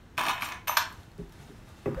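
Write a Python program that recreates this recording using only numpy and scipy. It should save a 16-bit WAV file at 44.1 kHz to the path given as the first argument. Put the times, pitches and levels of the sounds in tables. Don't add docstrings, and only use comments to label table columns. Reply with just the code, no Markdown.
import sys
import numpy as np
from scipy import signal
from scipy.fft import rfft, irfft
from scipy.io import wavfile
from scipy.ndimage import uniform_filter1d

SR = 44100
rng = np.random.default_rng(int(sys.argv[2]) if len(sys.argv) > 2 else 0)


def digitize_waveform(pressure):
    field = np.atleast_2d(pressure).T
    bounded = np.clip(field, -1, 1)
    quanta = np.round(bounded * 32767).astype(np.int16)
    wavfile.write(sys.argv[1], SR, quanta)


def to_linear_factor(level_db):
    exponent = np.asarray(level_db, float) / 20
    return 10 ** exponent


N = 88200


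def unit(x):
    return x / np.sqrt(np.mean(x ** 2))


def conv(x, h):
    return signal.fftconvolve(x, h)[:N]


def colour(x, table):
    hz, db = np.array(table).T
    log_hz = np.log(np.arange(len(x) // 2 + 1) * SR / len(x) + 1)
    return irfft(rfft(x) * to_linear_factor(np.interp(log_hz, np.log(hz), db)), len(x))


def curve(table):
    rows = np.array(table, float).T
    return [np.interp(np.arange(N) / SR, rows[0], column) for column in rows[1:]]


def after(s):
    return np.arange(N) > s * SR


def walk(rate):
    k = int(SR / rate)
    steps = np.repeat(rng.standard_normal(N // k + 3), k)
    smooth = uniform_filter1d(uniform_filter1d(steps, k), k)
    return unit(smooth[k:N + k])


def fade(t60, size=8192):
    return np.exp(-np.log(1000) * np.arange(size) / SR / max(t60, .002))


def rise(x, s):
    return x * (1 - np.exp(-np.arange(len(x)) / SR / s))


def ring(modes, sizes, size=8192, detune=0.):
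    t = np.arange(size) / SR
    luck = rng.standard_normal((len(modes), 2))
    out = 0
    for (hz, db, t60), weight, (shift, turn) in zip(modes, sizes, luck):
        tone = np.sin(2 * np.pi * hz * (1 + detune * shift) * t + np.pi * turn)
        out = out + weight * to_linear_factor(db) * tone * fade(t60, size=size)
    return out


def near(modes, hz, octaves):
    return np.exp(-(np.log2(np.array(modes)[:, 0] / hz) / octaves) ** 2)


def add(out, s, x):
    i = int(s * SR)
    out[i:i + len(x)] += x[:max(N - i, 0)]


def bands(low_hz=25):
    for hz in low_hz * 2. ** np.arange(10):
        shape = [(hz / 2, -30), (hz / 1.242, 0), (hz * 1.337, 0), (hz * 2, -30)]
        yield hz, colour(rng.standard_normal(N), shape)


# (frequency [Hz], level [dB per Hz])
ROOM_NOISE = [(12, -86), (20, -6.5), (113, -4.5), (277, -15), (310, -13), (472, -23), (1660, -30),
              (1910, -30.5), (16000, -51)]


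def room_noise():
    flicker_db, level_db = .8, -51
    x = sum(noise * to_linear_factor(flicker_db * walk(8.5)) for _, noise in bands())
    return unit(colour(x, ROOM_NOISE)) * to_linear_factor(level_db)


# (frequency [Hz], level [dB per Hz])
CRACK = [(710, -15.5), (1200, -7.5), (4260, -13), (6000, -19.5), (10400, -29), (11800, -27), (12900, -38),
         (14800, -47.5), (16000, -40)]


def crack():
    x = colour(rng.standard_normal(size=1024), CRACK)
    return unit(x) * fade(0.015, size=1024) / 2


# (time [s], level [dB], brightness [dB])
STIR = [
    (.171, -51, -1),
    (.182, -30.5, -7.5),
    (.225, -34, -12),
    (.30, -28.5, -5),
    (.36, -42.5, -33),
    (.418, -46.5, 5),
    (.44, -43.5, 6),
    (.54, -43, -21),
    (.6, -64, -3),
]
# (time [s], level [dB], brightness [dB])
SETTLE = [
    (.672, -43.5, 3),
    (0.678, -39, -1.5),
    (0.762, -47, -4),
    (0.773, -28.5, -8),
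    (0.818, -54, -1),
    (0.899, -86, -28),
]
# (time [s], wall knock [dB], metal crack [dB], strongest ring [Hz])
KNOCKS = [(0.178, -13, -22.5, 2480), (0.184, -15, -28, 1080), (0.189, -17.5, -43.5, 1040),
          (0.206, -15, -40, 1050), (0.2351, -17.5, -23, 1080), (.253, -13, -18, 1100),
          (.265, -25, -18, 2000), (.275, -15.5, -40, 1040), (.284, -12.5, -16.5, 2560),
          (.295, -14, -16, 1050), (.301, -16, -36, 1070), (.312, -16, -24, 3300), (0.411, -28, -35, 1500),
          (0.4217, -13, -22.5, 2550), (0.429, -18.5, -35, 1200), (0.478, -24.5, -55, 1000),
          (.453, -26, -40, 2500), (0.5214, -20.5, -22.5, 1760), (.674, -18, -24, 1150),
          (0.695, -10.5, -26, 1220), (.712, -23, -43.5, 1250), (0.74, -29.5, -36, 2300),
          (.7695, -18, -7.5, 1340), (.771, -7.5, -4, 1486), (.7735, -11.5, -8.5, 1570),
          (.780, -22, -17.5, 1630), (0.79, -22, -20, 1510), (.803, -23, -30.5, 1590),
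          (.817, -38, -28, 1660)]
# (frequency [Hz], level [dB], t60 [s])
BIN_WALLS = [(681, -6, 0.026), (750, -7.5, 0.021), (863, -7.5, 0.018), (978.5, -2.5, 0.027),
             (1056, -0.5, 0.037), (1150, -2.5, 0.023), (1245, -4, 0.024), (1450, 1.5, 0.0087),
             (1712, -2.5, 0.023), (1813, -7.5, 0.0324), (2210, 0.5, 0.016), (2500, 3.5, 0.0128),
             (3060, -7.5, 0.031), (3542, -10, 0.0226)]
# (frequency [Hz], level [dB])
SHANKS = [(5550, 3), (7500, -5), (8850, 5.5), (11550, 3), (12250, -5), (14300, -2), (15050, -2)]


def screws_in_bin():
    contacts_per_s, scatter_db = 1500, 3.2
    contact_s = 0.00057
    jingle_db, jingle_t60_s = -7.5, 0.017
    wall_trim_db, crack_trim_db = -6, -1
    shanks = [(hz, db, jingle_t60_s) for hz, db in SHANKS]
    damped_walls = [(hz, db, t60 * .6) for hz, db, t60 in BIN_WALLS]
    out = np.zeros(N)
    for spot in range(8):
        struck = rng.random(N) < contacts_per_s / 8 / SR
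        hits = struck * rng.standard_normal(N) * to_linear_factor(scatter_db * rng.exponential(size=N))
        wall_ring = ring(BIN_WALLS, np.ones(len(BIN_WALLS)), detune=0.02)
        wall = unit(conv(hits, rise(wall_ring, contact_s)))
        jingle = unit(conv(hits, ring(shanks, rng.random(len(shanks)), detune=0.015)))
        metal = unit(conv(hits, crack())) + to_linear_factor(jingle_db) * jingle
        for table in (STIR, SETTLE):
            db, bright_db = curve(table)
            on = after(table[0][0]) & (np.arange(N) < table[-1][0] * SR)
            out += on * to_linear_factor(db) * (wall + to_linear_factor(bright_db) * metal) / 3
    for s, wall_db, crack_db, hz in KNOCKS:
        knock = ring(damped_walls, near(BIN_WALLS, hz, 0.73), detune=0.02)
        add(out, s, to_linear_factor(wall_db + wall_trim_db) * rise(knock, contact_s))
        add(out, s, to_linear_factor(crack_db + crack_trim_db) * rise(crack(), contact_s / 2))
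    return signal.sosfilt(signal.butter(6, 580, "high", fs=SR, output="sos"), out)


def bin_rumble():
    shake = colour(rng.standard_normal(N), [(50, -20), (110, -7.5), (260, -1), (420, -5), (700, -25.5)])
    stir_db = curve(STIR)[0]
    return unit(shake) * to_linear_factor(stir_db - 14.5 + 2 * walk(31)) * after(STIR[0][0])


# (time [s], frequency [Hz], level [dB], t60 [s])
SCREW_RINGS = [(.177, 14300, -45, .02), (.181, 5400, -42, .03), (.196, 8880, -49, .04),
               (.216, 11500, -50, .04), (.229, 15100, -48, .12), (.2352, 8800, -40, .03),
               (.2352, 11600, -42, .05), (.2352, 14400, -41, .03), (.241, 5600, -41, .03),
               (.262, 11500, -48, .05), (.281, 12250, -42, .06), (.284, 5600, -40, .03),
               (.33, 13900, -54, .2), (.364, 11500, -54, .02), (.411, 15100, -48, .03),
               (.413, 11550, -48, .03), (.4213, 11550, -39, .04), (.422, 6500, -45, .02),
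               (.434, 11550, -43, .1), (.447, 7500, -44, .1), (.448, 7526, -58, .25),
               (.448, 8877, -48, .12), (.4537, 14430, -41, .025), (.466, 14300, -44, .025),
               (.468, 15000, -49, .16), (.481, 14300, -50, .03), (.522, 7526, -52, .04),
               (.541, 8877, -51, .04), (.556, 8877, -62, .12), (.674, 11970, -33, .38),
               (.684, 6158, -35, .22), (.674, 13160, -49, .15), (.674, 13890, -49, .15),
               (.770, 11990, -25, .12), (.75, 6169, -48, .2)]
# (time [s], frequency [Hz], level [dB], t60 [s])
TOOL_PINGS = [
    (1.0326, 3300, -54, .015),
    (1.0326, 4300, -56, .015),
    (1.1164, 4300, -51, .02),
    (1.295, 4300, -56, .015),
    (1.3229, 5500, -52, .015),
    (1.945, 4700, -52, .02),
]


def metal_rings(table):
    out = np.zeros(N)
    for s, hz, db, t60 in table:
        wobble = to_linear_factor(2. * walk(83)[:16384])
        tone = rise(ring([(hz, 0, t60)], [1], size=16384), 0.00013)
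        add(out, s, to_linear_factor(db) * tone * wobble)
    return out


# (time [s], level [dB], strongest ring [Hz])
THUDS = [(0.186, -49.5, 241), (.28, -46, 290), (0.422, -41, 242), (0.549, -52, 101), (0.793, -45, 95.5),
         (0.858, -49, 88), (0.932, -52, 90), (0.982, -38.5, 91), (1.184, -37, 413), (1.191, -27, 169),
         (1.196, -35.5, 404), (1.197, -42, 530), (1.205, -34, 48), (1.212, -37.5, 172.7),
         (1.212, -37.5, 255), (1.231, -39.5, 345), (1.399, -34.5, 136.6), (1.497, -34.5, 293),
         (1.50, -44, 410), (1.524, -47, 410), (1.975, -36, 200), (1.71, -33.5, 82.1), (1.859, -22, 398),
         (1.859, -36.5, 2100), (1.858, -26.5, 695), (1.859, -31.5, 1120), (1.858, -38, 2550),
         (1.872, -25.5, 800), (1.861, -26, 249.6), (1.862, -27.5, 545), (1.866, -19.5, 149),
         (1.879, -20, 348), (1.880, -25, 533), (1.886, -21.5, 140), (1.899, -24, 250), (1.922, -26, 140),
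         (1.925, -31.5, 354), (1.941, -27.5, 160), (1.961, -18.5, 52.8)]
# (frequency [Hz], level [dB], t60 [s])
BOARDS = [(48, 0, 0.2), (88, 0, 0.16), (141, 0, 0.1), (166, 0, 0.13), (250, 0, 0.08), (288, -3, 0.06),
          (345, 0, 0.07), (408, 0, 0.1), (540, 0, 0.06), (690, -3, 0.03), (800, -3, 0.02), (1117, 0, 0.03),
          (2000, 0, 0.04), (2550, -2, 0.027)]


def board_thuds():
    out = np.zeros(N)
    for s, db, hz in THUDS:
        thud = ring(BOARDS, near(BOARDS, hz, 0.14), size=16384, detune=0.0092)
        add(out, s, to_linear_factor(db) * rise(thud, 0.65 / hz))
    return out


# (time [s], level [dB])
RUSTLE = [
    (1.0, -62.5),
    (1.17, -73),
    (1.19, -60.5),
    (1.31, -68),
    (1.33, -58.5),
    (1.42, -58.5),
    (1.55, -62.5),
    (1.85, -60.5),
]
# (frequency [Hz], level [dB per Hz])
CLOTH = [(350, -0.5), (600, -1), (997, -3), (1130, -2.5), (4460, -10.5), (11800, -19), (16000, -28)]


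def cloth_rustle():
    grains = rng.standard_normal(N) * to_linear_factor(0.74 * rng.exponential(size=N) + 2 * walk(39.6))
    fabric = unit(colour(grains, [(300, -8.0)] + list(CLOTH)))
    return fabric * to_linear_factor(curve(RUSTLE)[0]) * after(.9)


# (time [s], level [dB])
TICKS = [
    (0.9262, -31),
    (1.0326, -41),
    (1.1164, -43.5),
    (1.1797, -38),
    (1.295, -40.5),
    (1.3229, -33.5),
    (1.6902, -39),
    (1.8592, -40),
]


def grit_ticks():
    out = np.zeros(N)
    for s, db in TICKS:
        burst = unit(np.diff(colour(rng.standard_normal(size=1024), CLOTH)))
        add(out, s, to_linear_factor(db - 16) * burst * fade(0.01, size=1023))
    return out


# (time [s], level [dB])
SCUFF = [
    (1.85, -69),
    (1.86, -46.5),
    (1.9, -53),
    (1.93, -57),
    (2.0, -51),
]


def sole_scuff():
    hz = 1100
    grains = rng.standard_normal(N) * to_linear_factor(3.3 * rng.exponential(size=N))
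    drag = colour(grains, [(hz / 3, -8), (hz, 0), (hz * 2, -6), (hz * 4, -30)])
    return unit(drag) * to_linear_factor(curve(SCUFF)[0])


# (time [s], frequency [Hz], level [dB])
CHIRP = [
    (1.915, 1044, -42.5),
    (1.925, 1100, -58),
    (1.957, 1270, -49),
    (1.97, 1340, -76),
]
# (time [s], frequency [Hz], level [dB])
SQUEAK = [
    (1.962, 500, -58),
    (1.98, 525, -31),
    (1.987, 545, -38),
    (1.995, 590, -34),
    (2.0, 610, -40),
]


def sole_squeak(table):
    hz, db = curve(table)
    rough = .015 * np.tanh(walk(100))
    phase = 2 * np.pi * np.cumsum(hz * (1 + rough)) / SR
    return after(table[0][0]) * to_linear_factor(db) * (np.sin(phase) + 0.049 * np.sin(3 * phase))


# (frequency [Hz], t60 [s])
ROOM = [(100, 0.4), (500, 0.34), (1500, 0.35), (4000, 0.3), (8000, 0.26), (14000, 0.14)]


def room():
    level_db, gap_s, size = -3.5, 0.0014, 32768
    f, t60 = np.array(ROOM).T
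    tail = np.zeros(size)
    for hz, noise in bands():
        tail += noise[:size] * fade(np.interp(np.log(hz), np.log(f), t60), size=size)
    tail = tail * (1 - np.exp(-(np.arange(size) / SR / gap_s) ** 2))
    return to_linear_factor(level_db) * tail / np.sqrt(np.sum(tail ** 2))


def scene():
    thuds, tones = board_thuds(), metal_rings(SCREW_RINGS)
    near_sounds = screws_in_bin() + cloth_rustle() + grit_ticks() + sole_scuff()
    near_sounds += sole_squeak(CHIRP) + sole_squeak(SQUEAK)
    wet = conv(near_sounds + to_linear_factor(-8) * thuds + to_linear_factor(-8) * tones, room())
    unechoed = room_noise() + bin_rumble() + metal_rings(TOOL_PINGS)
    return (near_sounds + thuds + tones + wet + unechoed)[None]


def roll_off(x):
    return signal.sosfilt(signal.butter(12, 16480, fs=SR, output="sos"), x)


def record(dry):
    x = signal.sosfilt(signal.ellip(8, .2, 60, 15650, fs=SR, output="sos"), dry)
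    return roll_off(x)


dry = scene()
out = record(dry)
digitize_waveform(out)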